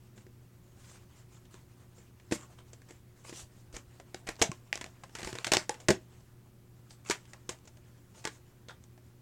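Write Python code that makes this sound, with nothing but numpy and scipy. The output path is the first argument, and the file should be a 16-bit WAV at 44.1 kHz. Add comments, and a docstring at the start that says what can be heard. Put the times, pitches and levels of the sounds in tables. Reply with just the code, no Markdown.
"""A faint mains hum and soft hiss come first, then quiet rubbing and light knocks join in.
A hollow plastic clamshell case and the cassette inside it are turned, opened, snapped shut and set down on a bed.
Each contact is a spiky noise rattle sent through a brittle edge, a ringing hollow shell and flat panels.
Fingers and cloth are grainy noise with squeaks and crackles; thumps through the bedding are short low swings.
A small soft room answers, and the microphone favours tones near 7 kHz."""
import sys
import numpy as np
from scipy import signal
from scipy.fft import rfft, irfft
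from scipy.io import wavfile
from scipy.ndimage import uniform_filter1d, map_coordinates

SR = 44100
rng = np.random.default_rng(int(sys.argv[2]) if len(sys.argv) > 2 else 0)


def bounce(signal):
    """Save signal as a 16-bit WAV file at the path given by the first command-line argument."""
    frames = np.transpose(np.atleast_2d(signal))
    limited = np.clip(frames, -1, 1)
    pcm = np.round(limited * 32767).astype(np.int16)
    wavfile.write(sys.argv[1], SR, pcm)


def convert_level_to_amplitude(level_db):
    """Map a level in decibels to its linear amplitude factor."""
    exponent = np.asarray(level_db, float) / 20
    return 10 ** exponent


N = 406161  # length of the scene in samples
TAIL = 8192  # room for one event in samples


def unit(x):
    """Scales the whole signal to rms 1."""
    return x / np.sqrt(np.mean(x ** 2) + 1e-20)


def peaked(x):
    """Scales every row to peak 1."""
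    return x / np.abs(x).max(-1, keepdims=True)


def along(points, hz):
    """Reads a curve of (Hz, value) points on a logarithmic pitch axis."""
    point_hz, value = np.transpose(points)
    return np.interp(np.log(hz + 1), np.log(point_hz + 1), value)


def curves(rows):
    """Draws one value per sample for each column after the time."""
    s, *columns = np.transpose(rows)
    return [np.interp(np.arange(N) / SR, s, column) for column in columns]


def wobble(rate):
    """A smooth random curve with the given number of random points a second."""
    points = rng.standard_normal(int(N * rate / SR) + 4)
    return map_coordinates(points, [np.arange(N) * rate / SR])


def coloured(x, points):
    """Filters x by (Hz, dB) points without sounding ahead of time (minimum phase)."""
    log_gain = np.log(convert_level_to_amplitude(along(points, np.fft.rfftfreq(4096, 1 / SR))))
    cepstrum = irfft(log_gain)
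    # folding the second half onto the first puts the energy as early as possible
    cepstrum[1:2048] *= 2
    cepstrum[2049:] = 0
    kernel = irfft(np.exp(rfft(cepstrum)))
    return signal.oaconvolve(np.atleast_2d(x), kernel[None], axes=1)[:, :x.shape[-1]]


def resonance(rows, hz, width):
    """Each row excites its own resonance; width is a share of the pitch."""
    f = np.fft.rfftfreq(rows.shape[1], 1 / SR)
    damping = 1j * f * width * hz
    response = damping / (hz ** 2 - f ** 2 + damping)
    return irfft(rfft(rows) * response, rows.shape[1])


def placed(rows, s):
    """Adds the rows up on the time line, each from its own start in seconds."""
    at = np.round(s * SR).astype(int) + np.arange(TAIL)
    return np.bincount(at.ravel(), rows.ravel(), N + TAIL)[:N]


def grains(shape, depth_db):
    """Stick-slip noise: sudden uneven grains, with coloured patches that drift as the contact moves."""
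    size = rng.standard_normal((shape[0], shape[1] // 256 + 1))
    size = np.repeat(size, 256, 1)[:, :shape[1]]
    spectrum = signal.stft(rng.standard_normal(shape), nperseg=256)[2]
    field = uniform_filter1d(rng.standard_normal(spectrum.shape), size=4, axis=1)
    field = uniform_filter1d(field, size=12, axis=2)
    patchy = signal.istft(spectrum * convert_level_to_amplitude(3 * unit(field)), nperseg=256)[1][:, :shape[1]]
    return patchy * convert_level_to_amplitude(depth_db * size)


# How fast the room falls silent. Each row: pitch in Hz, time to fall by 60 dB in seconds.
ROOM_DECAY = [(200, 0.25), (1000, 0.16), (8000, 0.14)]


def room(rows):
    """Reflections: a fresh diffuse noise tail for every row, each frequency dying at its own speed."""
    hz, t, spectrum = signal.stft(rng.standard_normal(rows.shape), SR, nperseg=256)
    fade = convert_level_to_amplitude(-60 * t / along(ROOM_DECAY, hz)[:, None])
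    tail = signal.istft(spectrum * fade, SR, nperseg=256)[1]
    # the first walls are a metre or two away, so the tail grows over 14 ms
    tail *= np.clip(np.arange(tail.shape[1]) / SR / 0.014, 0, 1)
    tail /= np.linalg.norm(tail, axis=1, keepdims=True)
    return signal.fftconvolve(rows, tail, axes=1)[:, :rows.shape[1]]


# Colour of the air in the room. Each row: pitch in Hz, relative level in dB.
AIR_COLOUR = [(20, -9.5), (45, -10), (80, -1.5), (130, -6.5), (200, -8.5), (400, -18), (700, -25.5),
              (1500, -30), (3000, -35.5), (8000, -37.5), (16000, -36.5)]


def room_air():
    """Steady hiss and low rumble: random noise with the colour of the room's air."""
    return convert_level_to_amplitude(-60.0) * unit(coloured(rng.standard_normal(N), AIR_COLOUR))


# Mains hum. Each row: pitch in Hz, average rms level in dB before it wavers.
HUM_TONES = [(120, -60), (180, -76), (240, -82.5), (300, -81), (360, -71.5)]


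def hum():
    """Mains harmonics: steady sine waves, each wavering a little in level and phase."""
    t = np.arange(N) / SR
    total = 0
    for hz, db in HUM_TONES:
        level = np.sqrt(2) * convert_level_to_amplitude(db + 0.91 * wobble(20))
        total = total + level * np.sin(2 * np.pi * hz * t + 0.58 * wobble(10))
    return total


# Thumps reaching the microphone through the bedding.
# Each row: start in seconds, peak level in dB, pitch in Hz.
BED_THUMPS = [(2.318, -35, 192), (3.429, -47, 75), (3.735, -44.5, 40), (3.87, -48.5, 75), (4.28, -51, 40),
              (4.412, -31, 82.2), (4.493, -29.5, 154), (5.17, -54, 60), (5.249, -44, 51), (5.332, -42, 110),
              (5.521, -45, 50), (5.888, -35, 128.5)]


def pushes():
    """The mattress heaves for a cycle or two: a heavily damped low swing."""
    s, db, hz = np.transpose(BED_THUMPS)[:, :, None]
    turns = hz * np.arange(TAIL) / SR
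    swing = turns * np.exp(-2.2 * turns) * np.sin(2 * np.pi * turns)
    return placed(convert_level_to_amplitude(db) * peaked(swing), s)


# Fine hiss of skin on plastic. Each row: pitch in Hz, relative level in dB per Hz.
FINE_COLOUR = [(2000, -19), (3500, -9), (5000, -9), (7000, -7.5), (9000, -6), (16000, -11.5)]


def fine_hiss(shape, depth_db):
    """Small ridges of skin slip over plastic: bright grainy noise at rms 1."""
    return unit(coloured(grains(shape, depth_db), FINE_COLOUR))


# Coarse scrape of skin and cloth. Each row: pitch in Hz, relative level in dB per Hz.
COARSE_COLOUR = [(200, -22.5), (500, 1), (1000, 1), (2000, -3), (3000, -6.5), (5000, -20)]


def coarse_scrape(shape, depth_db):
    """Broad rubbing makes duller grainy noise, at rms 1."""
    return unit(coloured(grains(shape, depth_db), COARSE_COLOUR))


# Fingers shifting between strokes. Each row: time in seconds, scrape level in dB before the flurries.
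FIDGETING = [(0, -72), (.5, -78.5), (1.1, -69.5), (2.1, -74), (2.5, -70), (3.1, -74.5), (4.1, -68.5),
             (4.55, -68), (4.9, -69.5), (5.1, -66.5), (5.62, -56), (5.85, -67.5), (6.2, -71), (6.6, -82),
             (7.2, -68), (7.9, -74), (8.6, -74), (9.21, -77.5)]


def rubbing():
    """Faint fidgeting of the fingers: hiss and scrape noise, coming in flurries."""
    coarse_db, = curves(FIDGETING)
    fine_db = coarse_db - 1.5
    flurry_db = 3.0 * wobble(25)
    hiss = convert_level_to_amplitude(fine_db + flurry_db) * fine_hiss((1, N), depth_db=1.1)
    scrape = convert_level_to_amplitude(coarse_db + flurry_db) * coarse_scrape((1, N), depth_db=0.0)
    return hiss + scrape


# Colour of the brittle plastic edge. Each row: pitch in Hz, relative level in dB per Hz.
EDGE_COLOUR = [(700, -37.5), (1500, -1), (2200, 1.5), (3200, -0.5), (5000, -3), (9000, -4.5), (16000, -12)]


def through_edge(x):
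    """A thin brittle edge passes the middle and treble and little bass."""
    return coloured(x, EDGE_COLOUR)


# Sliding strokes of skin and cloth. Each row: start in seconds, length in seconds,
# scrape level in dB, hiss level in dB over the scrape, squeak pitch in Hz.
SLIDES = [(0.153, 0.071, -64.5, -2, 7000), (0.596, .16, -73.5, -18, 7000), (0.738, 0.25, -66.5, 1.5, 1500),
          (0.802, 0.17, -66.5, 6, 1490), (1.151, 0.05, -77.5, 13.5, 7000), (1.308, 0.078, -67.5, 0, 7040),
          (1.497, 0.086, -64, 1, 1020), (1.939, 0.092, -67.5, -4, 7200), (2.31, 0.048, -49.5, 9, 2160),
          (2.363, 0.087, -58, -11, 7360), (2.575, 0.043, -65, -6, 402), (2.875, 0.048, -61.5, -7, 7540),
          (3.15, 0.086, -72.5, 6, 7540), (3.229, 0.088, -58, 6.5, 2500), (3.325, .06, -58, 8.5, 3000),
          (3.359, 0.073, -58, 10, 3700), (3.547, 0.072, -83, 15, 7300), (3.721, 0.068, -53, -4, 6400),
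          (4.263, 0.049, -44, -7.5, 2320), (4.383, 0.046, -51, -12.5, 2900), (5.147, .1, -48.5, -11, 2030),
          (5.233, .085, -50.5, 2.5, 2300), (5.318, 0.11, -55, -7, 2380), (5.741, .05, -61, -7, 1700),
          (5.796, 0.034, -61.5, -4.5, 930), (6.888, 0.058, -64.5, 5.5, 4760), (7.036, 0.13, -56, 0.5, 7260),
          (7.265, .08, -66, -3, 7400), (7.332, 0.017, -55, -12, 1920), (7.487, 0.037, -49.5, -3, 2020),
          (8.131, 0.1, -63, 2, 5970), (8.277, 0.097, -68.5, 7, 6240), (8.382, 0.12, -79, -9, 4200),
          (8.689, 0.022, -48.5, -11, 3500)]


def strokes():
    """Sliding friction: grainy noise starts and stops quickly, with a faint squeak and crackles."""
    squeak_db, crackle_db = -7.5, 21  # against the scrape
    crackles_per_s = 170
    grip_share, let_go_s = .3, 0.054  # part of a stroke spent taking hold; time to let go
    start, length, coarse_db, hiss_db, hz = np.transpose(SLIDES)[:, :, None]
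    fine_db = coarse_db + hiss_db
    t, shape = np.arange(TAIL) / SR, (len(start), TAIL)
    take_hold = np.clip(t / (grip_share * length), 0, 1)
    let_go = np.clip((length - t) / let_go_s + .5, 0, 1)
    grip = np.sin(np.pi / 2 * take_hold * let_go) ** 2

    slide = convert_level_to_amplitude(fine_db) * fine_hiss(shape, depth_db=0.1)
    slide = slide + convert_level_to_amplitude(coarse_db) * coarse_scrape(shape, depth_db=5.0)
    squeak = resonance(grains(shape, depth_db=3.6), hz, width=0.099)
    squeak = convert_level_to_amplitude(coarse_db + squeak_db) * squeak / squeak.std(1, keepdims=True)

    # a smooth random flutter with 45 points a second in every stroke
    spots = np.broadcast_arrays(np.arange(len(start))[:, None], t * 45)
    flutter = convert_level_to_amplitude(1.8 * map_coordinates(rng.standard_normal((len(start), 32)), spots))

    # the plastic crackles as it flexes
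    ticks = (rng.random(shape) < crackles_per_s / SR) * rng.standard_normal(shape)
    ticks = signal.lfilter([1], [1, 0, .6], ticks)
    crackle = convert_level_to_amplitude(coarse_db + crackle_db) * through_edge(ticks)
    dry = grip * (flutter * (slide + squeak) + crackle)
    return placed(dry + convert_level_to_amplitude(-7) * room(dry), start)


# Knocks, where a face of case or cassette lands. Each row: start in seconds, snap peak in dB,
# body level in dB against the snap, body pitch in Hz, rattle time to fall by 60 dB in seconds.
LANDINGS = [(.1773, -47.5, 7, 151, 0.037), (0.266, -50, 6.5, 377, 0.024), (1.542, -38.5, -6, 358, 0.0091),
            (2.1981, -49.5, -4, 151, 0.038), (2.3116, -30, 1, 301, 0.037), (2.3217, -21, 7.5, 384, 0.044),
            (2.8175, -47.5, -5, 196, 0.025), (3.2944, -37, 0, 336, 0.021), (3.3257, -37.5, 3.5, 336, 0.066),
            (3.999, -37.5, 0.5, 640, 0.03), (4.2681, -35, -7, 194, .051), (4.289, -21.5, -7, 487, 0.018),
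            (4.7282, -11.5, -19, 680, 0.0063), (4.775, -27.5, -24, 154, 0.012),
            (4.8112, -23.5, -11, 660, 0.037), (4.842, -26, -19, 323, 0.013),
            (4.8624, -33.5, -8.5, 482, .014), (5.0353, -39, 4, 750, 0.036), (5.0938, -49, 0, 600, 0.027),
            (5.1511, -26.5, -12.5, 361, 0.041), (5.1866, -32.5, -8.5, 301, .014),
            (5.204, -41, -10, 600, 0.013), (5.218, -34, -6, 300, .02), (5.2301, -28, -4.5, 150, 0.032),
            (5.2465, -27, -12, 151, 0.021), (5.2726, -27, 1.5, 573, 0.023), (5.291, -38, 1, 400, 0.022),
            (5.3283, -29.5, 0.5, 553, 0.025), (5.3523, -30, 0, 537, 0.039), (5.445, -16, -20, 620, 0.026),
            (5.4674, -20.5, -6, 631, 0.027), (5.4768, -26, -8, 373, .026), (5.518, -7.5, -4.5, 620, 0.04),
            (5.7416, -37.5, -19.5, 151, 0.042), (5.8845, -9, -6.5, 549, 0.027),
            (5.8895, -12, 9.5, 600, .015), (5.9042, -6.5, -0.5, 309, 0.033), (7.1078, -15.5, -12, 310, .03),
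            (7.114, -21, -14, 600, .05), (7.3335, -34.5, -16, 210, .022), (7.7701, -49.5, -3, 332, .031),
            (8.241, -37, -4, 660, 0.034), (8.977, -50, 2, 620, 0.03)]


def knocks():
    """A landing face sounds dull; higher knocks move from the shell to the flat panels."""
    panel_db = -13  # panels against the snap when only the shell is struck
    s, db, body_db, knock_hz, t60 = np.transpose(LANDINGS)
    flat = np.clip(np.log2(knock_hz / 480) / 0.72, 0, 1)  # 0 below 480 Hz, 1 from 0.72 octaves above
    shell_db = body_db - 14 * flat
    panel_db = panel_db + flat * (body_db - panel_db)
    colour_hz = 1852 * np.exp(.07 * rng.standard_normal(len(s)))
    return [s, db, shell_db, panel_db, colour_hz, knock_hz, t60]


# Snaps, where a thin edge or catch lets go. Each row: start in seconds, snap peak in dB,
# shell level in dB against the snap, snap colour in Hz, rattle time to fall by 60 dB in seconds.
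RELEASES = [(1.4526, -50, -10, 3030, 0.047), (1.9809, -50.5, 0, 7290, 0.059), (2.7315, -39, -7, 7460, 0.04),
            (2.888, -47, -13, 5670, 0.019), (2.9073, -39.5, -1, 7640, 0.024), (3.7271, -43, -10, 6380, .02),
            (3.7407, -40, 2, 5340, 0.096), (3.7656, -28, -7.5, 6960, 0.017),
            (4.145, -25, -8.5, 1520, 0.015), (4.356, -44, -14, 5000, .01), (4.365, -39, -20, 4600, .01),
            (4.393, -41, 0, 6000, 0.052), (4.4155, -10, -11, 2940, 0.028),
            (4.4181, -13.5, -10.5, 1400, 0.026), (4.4223, -7, -12.5, 6460, 0.032),
            (4.5165, -24, -12, 2500, .014), (4.7559, -22.5, -23, 5940, .009),
            (5.3861, -23.5, -15, 4000, 0.0077), (5.5357, -6.5, -14, 3700, .018),
            (5.543, -15, -11.5, 3700, 0.045), (5.551, -21.5, -4.5, 3800, 0.037),
            (5.5689, -7.5, -12, 5440, 0.013), (5.694, -13, -12, 8600, 0.013),
            (5.801, -40.5, -7, 6890, 0.049), (6.2052, -52.5, -5, 5200, 0.033),
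            (6.9064, -40.5, -28, 4690, .036), (7.05, -46, -20, 6500, .012),
            (7.0882, -33.5, -19, 5680, 0.022), (7.0984, -15, -5, 6200, 0.025),
            (7.2537, -48.5, -17, 3240, .026), (7.4917, -22.5, -5, 7550, 0.035),
            (7.5875, -52, -20, 7300, 0.014), (7.6522, -48, -5, 6570, 0.047), (7.6734, -41, -8, 6190, 0.055),
            (8.252, -17.5, -13.5, 1640, 0.018), (8.273, -24, -9, 1670, .027),
            (8.6848, -35.5, -8, 4200, 0.033), (8.8384, -45.5, -12, 7150, .024)]


def snaps():
    """A released edge shakes the upper shell modes and the panels."""
    s, db, shell_db, colour_hz, t60 = np.transpose(RELEASES)
    panel_db = np.full(len(s), -12.0)  # against the snap
    knock_hz = np.full(len(s), 445.0)
    return [s, db, shell_db, panel_db, colour_hz, knock_hz, t60]


def ringing(modes, t, centre_hz, spread_db, octave_db):
    """One ring per blow: modes near the blow's own pitch speak most, slightly detuned by the grip."""
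    hz, db, t60 = np.transpose(modes)[:, None, :, None]
    strength, grip = rng.standard_normal((2, len(centre_hz), len(modes), 1))
    octaves_away = np.abs(np.log2(hz / centre_hz[:, None]))
    db = db + spread_db * strength - octave_db * octaves_away
    tone = np.sin(2 * np.pi * hz * (1 + 0.052 * grip) * t)
    return (convert_level_to_amplitude(db - 60 * t / t60) * tone).sum(1)


# Ringing tones of the hollow shell. Each row: pitch in Hz before detuning,
# relative level in dB before each blow weights it, time to fall by 60 dB in seconds.
SHELL_MODES = [(127, -14, .06), (211.6, -6.5, 0.085), (312, -8, 0.017), (362.6, 5.5, 0.049),
               (472.6, -0.5, 0.057), (600, -7, 0.14)]
# Ringing tones of the flat panels. Each row: pitch in Hz before detuning,
# relative level in dB before each blow weights it, time to fall by 60 dB in seconds.
PANEL_MODES = [(725, 10.5, 0.015), (875, 3.5, 0.038), (1070, 4.5, 0.032), (1319, -8, 0.013)]


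def contacts():
    """Impacts: a spiky rattle sounds through the edge, and the same rattle knocks shell and panels."""
    push_share, push_s = 0.89, 0.00017  # the blow's weight against its rattle; contact time in seconds
    s, db, shell_db, panel_db, hz, knock_hz, t60 = np.hstack([knocks(), snaps()])[:, :, None]
    t, t60 = np.arange(TAIL) / SR, np.clip(t60, .003, .2)

    noise = rng.standard_normal((len(s), TAIL))
    spiky = noise * np.abs(noise) ** 0.69
    build = 1 - np.exp(-t / (t60 ** 2 * 0.25))  # long rattles build slowly
    rattle = spiky * convert_level_to_amplitude(-60 * t / t60) * build
    energy = np.linalg.norm(rattle, axis=1, keepdims=True)

    shell = ringing(SHELL_MODES, t, knock_hz, spread_db=4.0, octave_db=13.5)
    panel = ringing(PANEL_MODES, t, knock_hz, spread_db=6.5, octave_db=2.2)
    click = np.atleast_2d(1. * (t == 0))
    edge = through_edge(click) * np.ones_like(hz)
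    # the struck spot favours one pitch; hard blows are broader
    edge = convert_level_to_amplitude(0.1 * (db + 19.5)) * edge + 0.99 * resonance(edge, hz, width=0.33)

    # the weight of the blow bends the shell one way
    bend = peaked(t * np.exp(-t / push_s)) / np.sqrt(push_s * SR)
    push = rattle + push_share * energy * bend

    # each row: what drives the part, the part, its peak in dB, its share of the room in dB
    parts = [(rattle, edge, db, -11),
             (push, shell, db + shell_db, -15),
             (rattle, panel, db + panel_db, -12)]
    dry, far = 0, 0
    for drive, part, level_db, room_db in parts:
        struck = signal.fftconvolve(drive, part, axes=1)[:, :TAIL]
        gain = convert_level_to_amplitude(level_db) / np.abs(struck).max(1, keepdims=True)
        dry = dry + gain * struck
        # the walls hear all sides of the case at once: a more even spectrum
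        far = far + convert_level_to_amplitude(room_db) * gain * (energy * part + .5 * struck)
    return placed(dry + room(far), s)


# Colour of the microphone. Each row: pitch in Hz, gain in dB.
MICROPHONE = [(20, -16), (60, -7.5), (120, -1.5), (4000, -1), (7300, 2), (8500, -2.5), (10000, -10),
              (13000, -15), (16000, -21)]


def handling():
    """All contacts and rubbing as the microphone colours them, strongest near 7 kHz."""
    return coloured(contacts() + strokes() + rubbing(), MICROPHONE)


def scene():
    """Room air, hum and bed thumps under the handling of the case."""
    return room_air() + hum() + pushes() + handling()


def band_limit(x):
    """A steep low-pass at the top of the band."""
    return signal.sosfilt(signal.butter(12, 16490, fs=SR, output="sos"), x)


def record(dry):
    """The input stage rounds off the loudest snaps, bending smoothly towards a ceiling of 0.45."""
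    soft = dry / (1 + np.abs(dry / .45) ** 3) ** (1 / 3)
    return band_limit(soft)


dry = scene()
out = record(dry)
bounce(out)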